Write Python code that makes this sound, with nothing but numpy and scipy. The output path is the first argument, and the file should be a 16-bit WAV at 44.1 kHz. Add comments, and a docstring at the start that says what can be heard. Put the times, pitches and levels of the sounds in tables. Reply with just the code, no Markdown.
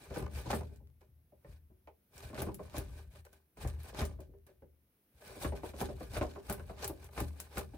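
"""A quiet workshop, microphone close to a board in a bench vice: a metal plane is pushed in short quick strokes.
Knocks and cuts open it; about 1 to 2.2 s mostly faint gentle strokes pass, then a flurry comes near 2.5 s
and more strokes near 4 s. After a lull before 5.3 s the strokes come thick to the end: filtered noise for torn
fibres and rubbed wood, struck modes for board, booming bench and faint steel, noise bursts for snapping shavings.
Behind all lie a faint room echo, still air and microphone hiss; automatic gain yields to loud sound."""
import sys
import numpy as np
from scipy import signal
from scipy.fft import rfft, irfft, next_fast_len
from scipy.io import wavfile
from scipy.ndimage import uniform_filter1d, map_coordinates

SR = 44100
rng = np.random.default_rng(int(sys.argv[2]) if len(sys.argv) > 2 else 0)


def store_wav(level_fs):
    """Save 16-bit WAV to argv[1]."""
    pcm = np.round(np.clip(np.atleast_2d(level_fs), -1, 1) * 32767)
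    wavfile.write(sys.argv[1], SR, pcm.T.astype(np.int16))


N = 342657

# The iron bites: (time of peak [s], force [dB], fall by 20 dB [s], fizz over force [dB], rub over force [dB])
CUTS = [(0.145, -59.5, 0.13, -32, 27), (0.185, -59, 0.048, -2, 14), (0.509, -44.5, 0.074, -27, 16.5),
        (0.546, -60, 0.044, 5.5, 9.5), (2.396, -49.5, 0.092, -12, 11.5), (2.77, -50, 0.086, -15, 16.5),
        (3.996, -45, 0.082, -16.5, 18), (5.434, -48.5, 0.077, -10, -8), (5.812, -47, 0.082, -11.5, 8.5),
        (6.174, -48, 0.02, -11, 19.5), (6.225, -58, 0.25, -15, 15.5), (6.511, -55.5, 0.09, -6, 23.5),
        (6.833, -47.5, 0.079, -18, 19.5), (7.182, -52, 0.12, -8.5, 19.5), (7.583, -48.5, 0.051, -11, 18.5)]
# Gentler, round-topped strokes that tear fewer fibres:
# (time of peak [s], force [dB], rise by 20 dB [s], fall by 20 dB [s])
GENTLE_STROKES = [(0.037, -64.5, 0.088, 0.089), (0.378, -55.5, 0.066, 0.073), (0.764, -79.5, 0.29, 0.041),
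                  (1.517, -73.5, 0.093, 0.086), (2.148, -77, 0.036, 0.074), (2.229, -61, 0.087, 0.11),
                  (2.66, -69.5, 0.1, 0.04), (2.991, -64.5, 0.13, 0.077), (3.173, -67, 0.084, 0.044),
                  (3.621, -56.5, 0.046, 0.065), (3.895, -61.5, 0.14, 0.03), (5.31, -61, 0.13, 0.2),
                  (5.678, -58.5, 0.062, 0.049), (6.042, -63, 0.13, 0.052), (6.131, -62, 0.034, 0.016),
                  (6.7, -70.5, 0.079, 0.062), (7.058, -66, 0.12, 0.029), (7.41, -67, 0.066, 0.12),
                  (7.768, -72, 0.1, 0.047)]
# The tool slips suddenly: (time of peak [s], force [dB])
NUDGES = [(1.011, -78.5), (3.251, -70), (3.33, -70), (3.575, -81), (3.68, -59.5), (4.206, -73),
          (4.469, -72.5), (5.553, -59.5)]
# Tearing fibres: (frequency [Hz], relative level per Hz [dB])
RASP = [(710, -7), (1200, -15), (2710, -18), (3870, -14.5), (6950, -20.5), (10000, -28.5), (13000, -30.5),
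        (22000, -120)]
# Bright edge of the tearing: (frequency [Hz], relative level per Hz [dB])
FIZZ = [(6000, -64), (8000, -4.5), (10500, -8.5), (14000, -10.5), (15600, -9), (15900, -35), (17000, -46)]
# Iron and rods of the plane: (frequency [Hz], width [Hz], relative level [dB])
STEEL = [(3890, 50, 0), (11800, 22, -2)]
# The plane's casting: (frequency [Hz], width [Hz], relative level [dB])
CASTING = [(1524, 45, 5), (1688, 45, 3), (1809, 20, 1), (2400, 180, 1.5), (3028, 32, -5.5)]
# Board modes, before a knock shifts or damps them: (frequency [Hz], width [Hz], relative level [dB])
BOARD = [(145, 32, -5), (205.3, 29, -4), (309, 53, -3), (390.8, 11.4, 5.5), (469, 67, -3), (592.3, 36, 1),
         (637, 79, -5), (826, 63, -3), (1032, 76, -7), (1201, 37, -5.5), (1507, 100, -10.5),
         (1735, 49, -11.5), (2210, 480, -17.5), (3060, 120, -24), (4400, 1900, -34)]
# Tool on board: (time [s], level [dB], hardness [dB], weight [dB], clack [dB])
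KNOCKS = [(0.107, -36, -13, -10, 1), (0.164, -28, -20, -10.5, -6), (0.216, -40.5, -23, -1.5, 4),
          (0.456, -35.5, -34, -10.5, 5.5), (0.502, -35.5, -12, -7, 15), (0.530, -28.5, -2, -7.5, 8),
          (0.608, -38.5, -10, -17, 4.5), (0.712, -48.5, -30, -18, -17), (0.802, -57, -27, -12, 2.5),
          (1.017, -51.5, -15, -35, -6), (1.321, -50.5, -29, -20, -7), (1.446, -47, -10, -15, 0.5),
          (1.7, -55.5, -31, -9.5, -5), (1.874, -48.5, -5.5, -19, 10), (2.3, -46, -8.5, -8, 4),
          (2.33, -43, -8, -3, 7), (2.352, -37.5, -4.5, -18, -18), (2.378, -30, -8, -17, -2),
          (2.418, -28, -10.5, -13, 0), (2.466, -31, -15.5, -9.5, -4), (2.485, -42, -8, -6, 12),
          (2.593, -32.5, -24, -18.5, -1), (2.743, -37.5, -12, -12.5, 8.5), (2.777, -41.5, -15, 0, -3),
          (3.571, -54, -1.5, -7.5, 11), (3.647, -38, -5.5, -11, 7), (3.929, -42, -21, -12.5, 0),
          (4.015, -30, -4, -9, 2), (4.189, -40.5, -31, -14.5, -1.5), (4.29, -53.5, -29, -7.5, -19),
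          (4.335, -46.5, -24, -25.5, -11), (4.467, -56, -8, -21, -1), (4.489, -50.5, -12, -16, -10),
          (4.621, -45, -17.5, -12.5, -5.5), (5.364, -46, -22, -4, 4), (5.446, -29, -4, -9, 5.5),
          (5.522, -30.5, -16.5, -18.5, 2), (5.633, -30, -21, -14.5, 3.5), (5.736, -38, -14, -13, -2),
          (5.813, -25.5, -10, -13, 5), (5.888, -31, -20, -14, -0.5), (6.007, -35, -15, -13.5, 4),
          (6.167, -29.5, -2.5, -14.5, 4.5), (6.212, -24, -9, -9, 0), (6.226, -35.5, -16, -25, 13),
          (6.36, -35.5, -15, -16, 6), (6.497, -31, -1.5, -10, 7.5), (6.597, -43, -2, -11.5, 3.5),
          (6.696, -37, -16, -12, 5.5), (6.897, -37.5, -9, -4, 4), (7.177, -37.5, 2.5, -5, 10),
          (7.21, -42.5, -4, 3.5, -3), (7.572, -40.5, 6.5, -5, -8), (7.736, -43, -15, -8, 3.5)]
# Shavings snap: (time [s], level [dB], top over level [dB])
TICKS = [(0.76, -48, -20), (2.1796, -33, -43), (2.4195, -32.5, -2.5), (2.5441, -35.5, -7),
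         (2.782, -33.5, -3), (3.251, -44, -15), (3.33, -47.5, -10), (3.572, -47, -28), (3.6747, -30.5, -20),
         (3.833, -45.5, -5), (4.0164, -33, -12.5), (4.0521, -27, -20), (4.204, -44.5, -12),
         (4.4666, -57, -3), (5.8137, -38, 0), (6.4981, -23, -13.5), (6.5251, -35, 1.5),
         (6.8443, -16.5, -45), (6.8693, -56, 7), (6.8778, -36.5, 4), (7.044, -41, -13),
         (7.203, -26.5, -10.5), (7.4016, -23.5, -14), (7.5807, -22, -12)]
# Lower and upper colour of a snap: (frequency [Hz], relative level per Hz [dB])
TICK_LOW = [(800, -0.5), (3500, -3.5), (8000, 5), (11000, -3.5)]
TICK_TOP = [(7000, -3.5), (10500, 10.0), (15500, 7.0), (17000, -23.5)]
# A thin steel ring as a stroke ends: (time [s], level [dB])
PINGS = [(0.5526, -51), (2.4513, -58), (3.677, -55), (4.0502, -50), (5.4767, -50), (5.8594, -63),
         (6.2108, -61), (7.6221, -66)]
# The hands shove the bench: (time of peak [s], force [dB], fall by 20 dB [s])
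SHOVES = [(0.122, -47.5, 1), (0.234, -42.5, 0.27), (0.493, -42.5, 0.39), (1.105, -63.5, 0.65),
          (1.506, -53, 0.21), (1.717, -63.5, 0.34), (2.169, -61.5, 0.69), (2.262, -49.5, 0.97),
          (2.421, -43, 0.256), (2.793, -43.5, 0.41), (3.151, -60.5, 0.22), (3.667, -35, 0.13),
          (3.796, -52, 0.95), (4.028, -38, 0.15), (4.217, -56.5, 0.21), (4.641, -71.5, 0.1),
          (5.158, -71, 0.69), (5.312, -58.5, 0.076), (5.467, -38, 0.29), (5.836, -40.5, 0.48),
          (6.19, -34.5, 0.084), (6.518, -42.5, 0.44), (6.869, -50, 0.32), (7.06, -53, 0.81),
          (7.224, -40.5, 0.073), (7.586, -46.5, 0.3)]
# Lowest bench modes, before a knock shifts or damps them: (frequency [Hz], width [Hz], relative level [dB])
BENCH = [(49, 16, -0.5), (76.03, 5.43, 5.5), (116, 19.6, -6)]
# Echo of the workshop: (frequency [Hz], time to die by 60 dB [s])
SHOP = [(100, 0.77), (1000, 0.14), (10000, 0.18)]
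# Still air and microphone hiss: (frequency [Hz], relative level per Hz [dB])
ROOM_TONE = [(18, -45.5), (30, -4.5), (59, -4.5), (200, 4.5), (1050, -13), (2190, -13.5), (4830, -20),
             (5650, -18.5), (7550, -25), (10900, -10.5), (15900, -10), (16300, -44.5)]
# Stereo microphone, likeness of its sides: (frequency [Hz], left-right likeness [0 to 1])
ALIKE = [(60, 1), (250, 0.94), (500, 0.89), (1000, 0.35), (3000, 0.017), (12000, 0)]
# Stereo microphone, balance of its sides: (frequency [Hz], left minus right [dB])
LEAN = [(60, 2), (550, 0.5), (5000, -2), (9000, 5.5), (15000, 2.5)]

CUT_RISE_S = 0.053  # rises and falls of forces are by 20 dB
GENTLE_FIZZ_DB, GENTLE_RUB_DB = -10, 12  # over force
GENTLE_RING_DB, GENTLE_BREAK_DB = 5, -6.5  # casting ring and fibre breaks over force
NUDGE_RISE_S, NUDGE_FALL_S, NUDGE_FIZZ_DB, NUDGE_RUB_DB = 0.0071, 0.073, -12.5, 15
BITE_SHAPE, GENTLE_SHAPE = 0.9, 1.66  # peaked for cuts and nudges, round-topped for gentle strokes
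BREAKS_PER_S = 220
SHARPNESS = 0.27  # dB more blow for each dB of hardness
DAMPING = 0.21  # dB wider modes for each dB of knock: a firmly pressed tool deadens the board
SPOT_SHIFT, SPOT_DB = 0.025, 3  # every knock's new spot: spread of mode frequency [fraction] and level [dB]
CRACKLE_T60_S = 0.068
PING_HZ, PING_T60_S = 8830, 0.17
SHOVE_RISE_S = 0.093
JOLT_LEAD_S, JOLT_DB = 0.01527, 39.5  # a shove starts with one jolt, ahead of its peak
ROOM_TONE_DB = -73
TOP_HZ = 16900


def amp(db):
    """dB to gain."""
    return 10 ** (np.asarray(db) / 20)


def unit(x):
    """Scaled to rms 1."""
    return x / np.sqrt(np.mean(x ** 2) + 1e-20)


def along(points, hz):
    """Values of (Hz, value) points, read on a log frequency axis."""
    f, v = np.transpose(points)
    return np.interp(np.log(hz + 1), np.log(f + 1), v)


def wobble(rate):
    """A smooth random curve, rate knots a second."""
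    knots = rng.standard_normal(int(N * rate / SR) + 4)
    return map_coordinates(knots, [np.arange(N) * rate / SR])


def filtered(x, response):
    """x times a complex response of frequency."""
    m = next_fast_len(N + SR // 2)
    return irfft(rfft(x, m) * response(np.fft.rfftfreq(m, 1 / SR)), m)[..., :N]


def coloured(points):
    """The response of (Hz, dB) points."""
    return lambda hz: amp(along(points, hz))


def resonant(modes):
    """The causal response of (Hz, width, dB) modes with alternating signs."""
    def mode(f, centre, width, db):
        return amp(db) * 1j * f * width / (centre * centre - f * f + 1j * f * width)
    return lambda f: sum((-1) ** k * mode(f, *row) for k, row in enumerate(modes))


def mid_side(hz):
    """Mid and side weights that give the two channels their likeness at each frequency."""
    turn = np.arccos(np.clip(along(ALIKE, hz), -1, 1)) / 2
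    return np.array([np.cos(turn), 1j * np.sin(turn)])


def rush(response, force=1, blows=0):
    """Stereo noise under a force envelope, and single blows, drive a response; a steady force of 1 gives rms 1."""
    power = np.mean(np.abs(response(np.linspace(0, SR / 2, 8192))) ** 2)
    drive = (force * rng.standard_normal((2, N)) + blows) / np.sqrt(power)
    mid, side = filtered(drive, lambda f: response(f) * mid_side(f))
    return np.array([mid + side, mid - side])


def bursts(times, db, t60, attack):
    """A force that jumps at each time and dies away."""
    out, t = np.zeros(N + SR), np.arange(SR // 4) / SR
    for s, level, life in np.broadcast(times, db, t60):
        out[round(s * SR):][:len(t)] += amp(level - 60 * t / life) * (1 - np.exp(-t / attack))
    return out[:N]


def swell(s, db, rise, fall, shape):
    """A force that peaks at s; it lies 20 dB lower a rise before and a fall after."""
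    t = np.arange(N) / SR
    out = np.zeros(np.shape(db)[:1] + (N,))
    near = slice(max(0, round((s - 3 * rise) * SR)), round((s + 3 * fall) * SR))
    away = np.where(t[near] < s, (s - t[near]) / rise, (t[near] - s) / fall)
    out[..., near] = amp(db - 20 * away ** shape)
    return out


def patchy(x, db):
    """Random gain in patches of time and frequency."""
    z = signal.stft(x, nperseg=256)[2]
    field = rng.standard_normal(z.shape[1:])
    for axis in (0, 1):
        field = uniform_filter1d(field, size=4, axis=axis)
    return signal.istft(z * amp(db * unit(field)), nperseg=256)[1][:, :N]


def slides():
    """Each slide swells and fades: fibres tear in grains, the steel rings, the skate rubs the board in lumps."""
    tear, fizz_force, rub_force, ring_force, break_force = moves()
    t = np.arange(N) / SR
    breaks = (rng.random(N) < BREAKS_PER_S / SR) * amp(2.85 * rng.exponential(size=N))  # single fibres give way
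    snaps = break_force * breaks
    crackle = 1 + 0.18 * np.convolve(breaks, amp(-60 * t[:400] / 0.017))[:N]
    grain = unit(amp(2.23 * wobble(60) + 0.33 * wobble(500)) * crackle)  # uneven wood
    rasp = amp(9.0) * rush(coloured(RASP), tear * grain, amp(15) * snaps)
    flicker = unit(amp(2.6 * wobble(800)))
    fizz = amp(14.0) * rush(coloured(FIZZ), fizz_force * grain * flicker)
    steel = amp(-9.5) * rush(resonant(STEEL), tear * grain)
    casting = amp(-0.5) * rush(resonant(CASTING), ring_force * grain, amp(16.5) * snaps)
    lumps = unit(amp(2.0 * wobble(45) + 5.7 * wobble(150)))
    rub = amp(-5.0) * rush(resonant(BOARD[3:]), rub_force * lumps, amp(23.5) * snaps)
    return patchy(rasp + fizz, db=2.0) + steel + casting + rub


def moves():
    """Tear, fizz, rub, ring and fibre-break forces of every cut, gentle stroke and nudge."""
    gentle_over = [0, GENTLE_FIZZ_DB, GENTLE_RUB_DB, GENTLE_RING_DB, GENTLE_BREAK_DB]
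    nudge_over = [0, NUDGE_FIZZ_DB, NUDGE_RUB_DB, GENTLE_RING_DB, 0]
    rows = [(s, db, CUT_RISE_S, fall, [0, fizz_db, rub_db, 0, 0], BITE_SHAPE)
            for s, db, fall, fizz_db, rub_db in CUTS]
    rows += [(*row, gentle_over, GENTLE_SHAPE) for row in GENTLE_STROKES]
    rows += [(*row, NUDGE_RISE_S, NUDGE_FALL_S, nudge_over, BITE_SHAPE) for row in NUDGES]
    return sum(swell(s, db + np.array(over_db)[:, None], rise, fall, shape)
               for s, db, rise, fall, over_db, shape in rows)


def knocks():
    """A blow and a rough settling contact; a heavy one wakes the low modes and the bench, a hard one the high."""
    s, db, hard_db, heavy_db, clack_db = np.transpose(KNOCKS)
    length = 16384
    t, f = np.arange(length) / SR, np.fft.rfftfreq(length, 1 / SR)
    groups = (  # modes, level of each knock [dB], time for the contact to die by 60 dB [s]
        (BOARD[:3], db + heavy_db + 10, 0.1),
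        (BOARD[3:6], db - 3.5, 0.16),
        (BOARD[6:9], db + clack_db - 8.5, 0.11),
        (BENCH, db + heavy_db + 6, 0.05),
        (BOARD[9:], db + hard_db - 3.0, 0.1))
    spectrum = 0
    for modes, level, t60 in groups:
        contact = amp(-60 * t / t60) * (1 - np.exp(-t / 0.002))
        force = contact * rng.standard_normal((len(s), 2, length))
        force[..., 0] = amp(22 + SHARPNESS * hard_db)[:, None]  # the blow itself
        spots = np.repeat([modes], len(s), axis=0)
        spots = spots + rng.standard_normal((len(s), len(modes), 1)) * [0, 0, SPOT_DB]
        spots[..., 0] *= 1 + SPOT_SHIFT * rng.standard_normal((len(s), len(modes)))
        spots[..., 1] *= amp(DAMPING * (db - db.min()))[:, None]
        low_cut = 1j * f / (1.08 * modes[0][0] + 1j * f)
        high_cut = 1 / (1 + 1j * f / (0.91 * modes[-1][0]))  # wood gives under the blow
        ring = resonant(spots.transpose(1, 2, 0)[..., None])(f) * (low_cut * high_cut) ** 2
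        part = rfft(force) * ring[:, None]
        # each group's energy follows its force and level, whatever its modes
        energy = np.sum(force ** 2, axis=(1, 2)) / np.mean(np.abs(part) ** 2, axis=2).sum(axis=1)
        spectrum = spectrum + part * (amp(level) * np.sqrt(energy))[:, None, None]
    out = np.zeros((2, N + SR))
    starts = np.round(s * SR).astype(int)
    for at, (mid, side) in zip(starts, irfft(spectrum * mid_side(f))):
        out[:, at:at + length] += [mid + side, mid - side]
    return out[:, :N]


def ticks():
    """Shavings snap: sharp noise bursts, each with a softer, slower-dying crackle."""
    s, db, top_db = np.transpose(TICKS)

    def snap(level):
        sharp = bursts(s, level, t60=0.0081, attack=0.0001)
        return sharp + bursts(s, level - 7.0, CRACKLE_T60_S, attack=0.0029)

    low = rush(coloured(TICK_LOW), snap(db - 7.5))
    return low + rush(coloured(TICK_TOP), snap(db + top_db + 7.0))


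def pings():
    """One thin steel note, struck and dying away."""
    s, db = np.transpose(PINGS)
    note = np.sin(2 * np.pi * PING_HZ * np.arange(N) / SR)
    return bursts(s, db, PING_T60_S, attack=0.001) * note


def bench():
    """Shoves set the bench booming in its lowest modes, which ring on."""
    s, db, _ = np.transpose(SHOVES)
    jolt_at = np.round(np.clip(s - JOLT_LEAD_S, 0, None) * SR).astype(int)
    jolts = np.bincount(jolt_at, amp(db + JOLT_DB), N)
    push = sum(swell(at, level, SHOVE_RISE_S, fall, shape=2.12) for at, level, fall in SHOVES)
    unsteady = unit(amp(0.97 * wobble(14)))

    def boom(hz):
        return resonant(BENCH)(hz) / (1 + 1j * hz / 300) ** 2  # dulled above 300 Hz

    return amp(1.5) * rush(boom, unsteady * push, jolts)


def shop(x):
    """The workshop's echo: a noise tail, 300 samples late, in which each frequency dies at its own speed."""
    hz, t, z = signal.stft(rng.standard_normal((2, SR // 2)), SR, nperseg=256)
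    decay = amp(-60 * t / along(SHOP, hz)[:, None])
    tail = signal.istft(z * decay, SR, nperseg=256)[1]
    late = np.pad(x, ((0, 0), (300, 0)))
    return signal.fftconvolve(late, tail / np.linalg.norm(tail[0]), axes=1)[:, :N]


def room_tone():
    """Still air and microphone hiss: steady coloured noise."""
    return amp(ROOM_TONE_DB) * rush(coloured(ROOM_TONE))


def scene():
    """The tool and its echo, the bench, left-right balance and a low cut at 47 Hz, then the room tone."""
    tool = knocks() + ticks() + pings() + slides()
    near = tool + amp(-12.5) * shop(tool) + bench()

    def microphone(hz):
        balance = amp(along(LEAN, hz) * [[0.5], [-0.5]])
        return balance / (1 + (47 / (hz + 1)) ** 10.0)

    return filtered(near, microphone) + room_tone()


def record(dry):
    """Automatic gain eases down by up to 5.5 dB as the smoothed level rises, and back; then the band limit."""
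    keep = np.exp(-1 / (0.12 * SR))  # 0.12 s smoothing
    power = signal.lfilter([1 - keep], [1, -keep], np.mean(dry ** 2, 0), zi=[1e-5])[0]
    level_db = 10 * np.log10(power + 1e-12)
    gain_db = -5.5 * np.clip((level_db + 70.5) / 18, 0, 1)
    return filtered(dry * amp(gain_db), lambda hz: hz < TOP_HZ)


dry = scene()
out = record(dry)
store_wav(out)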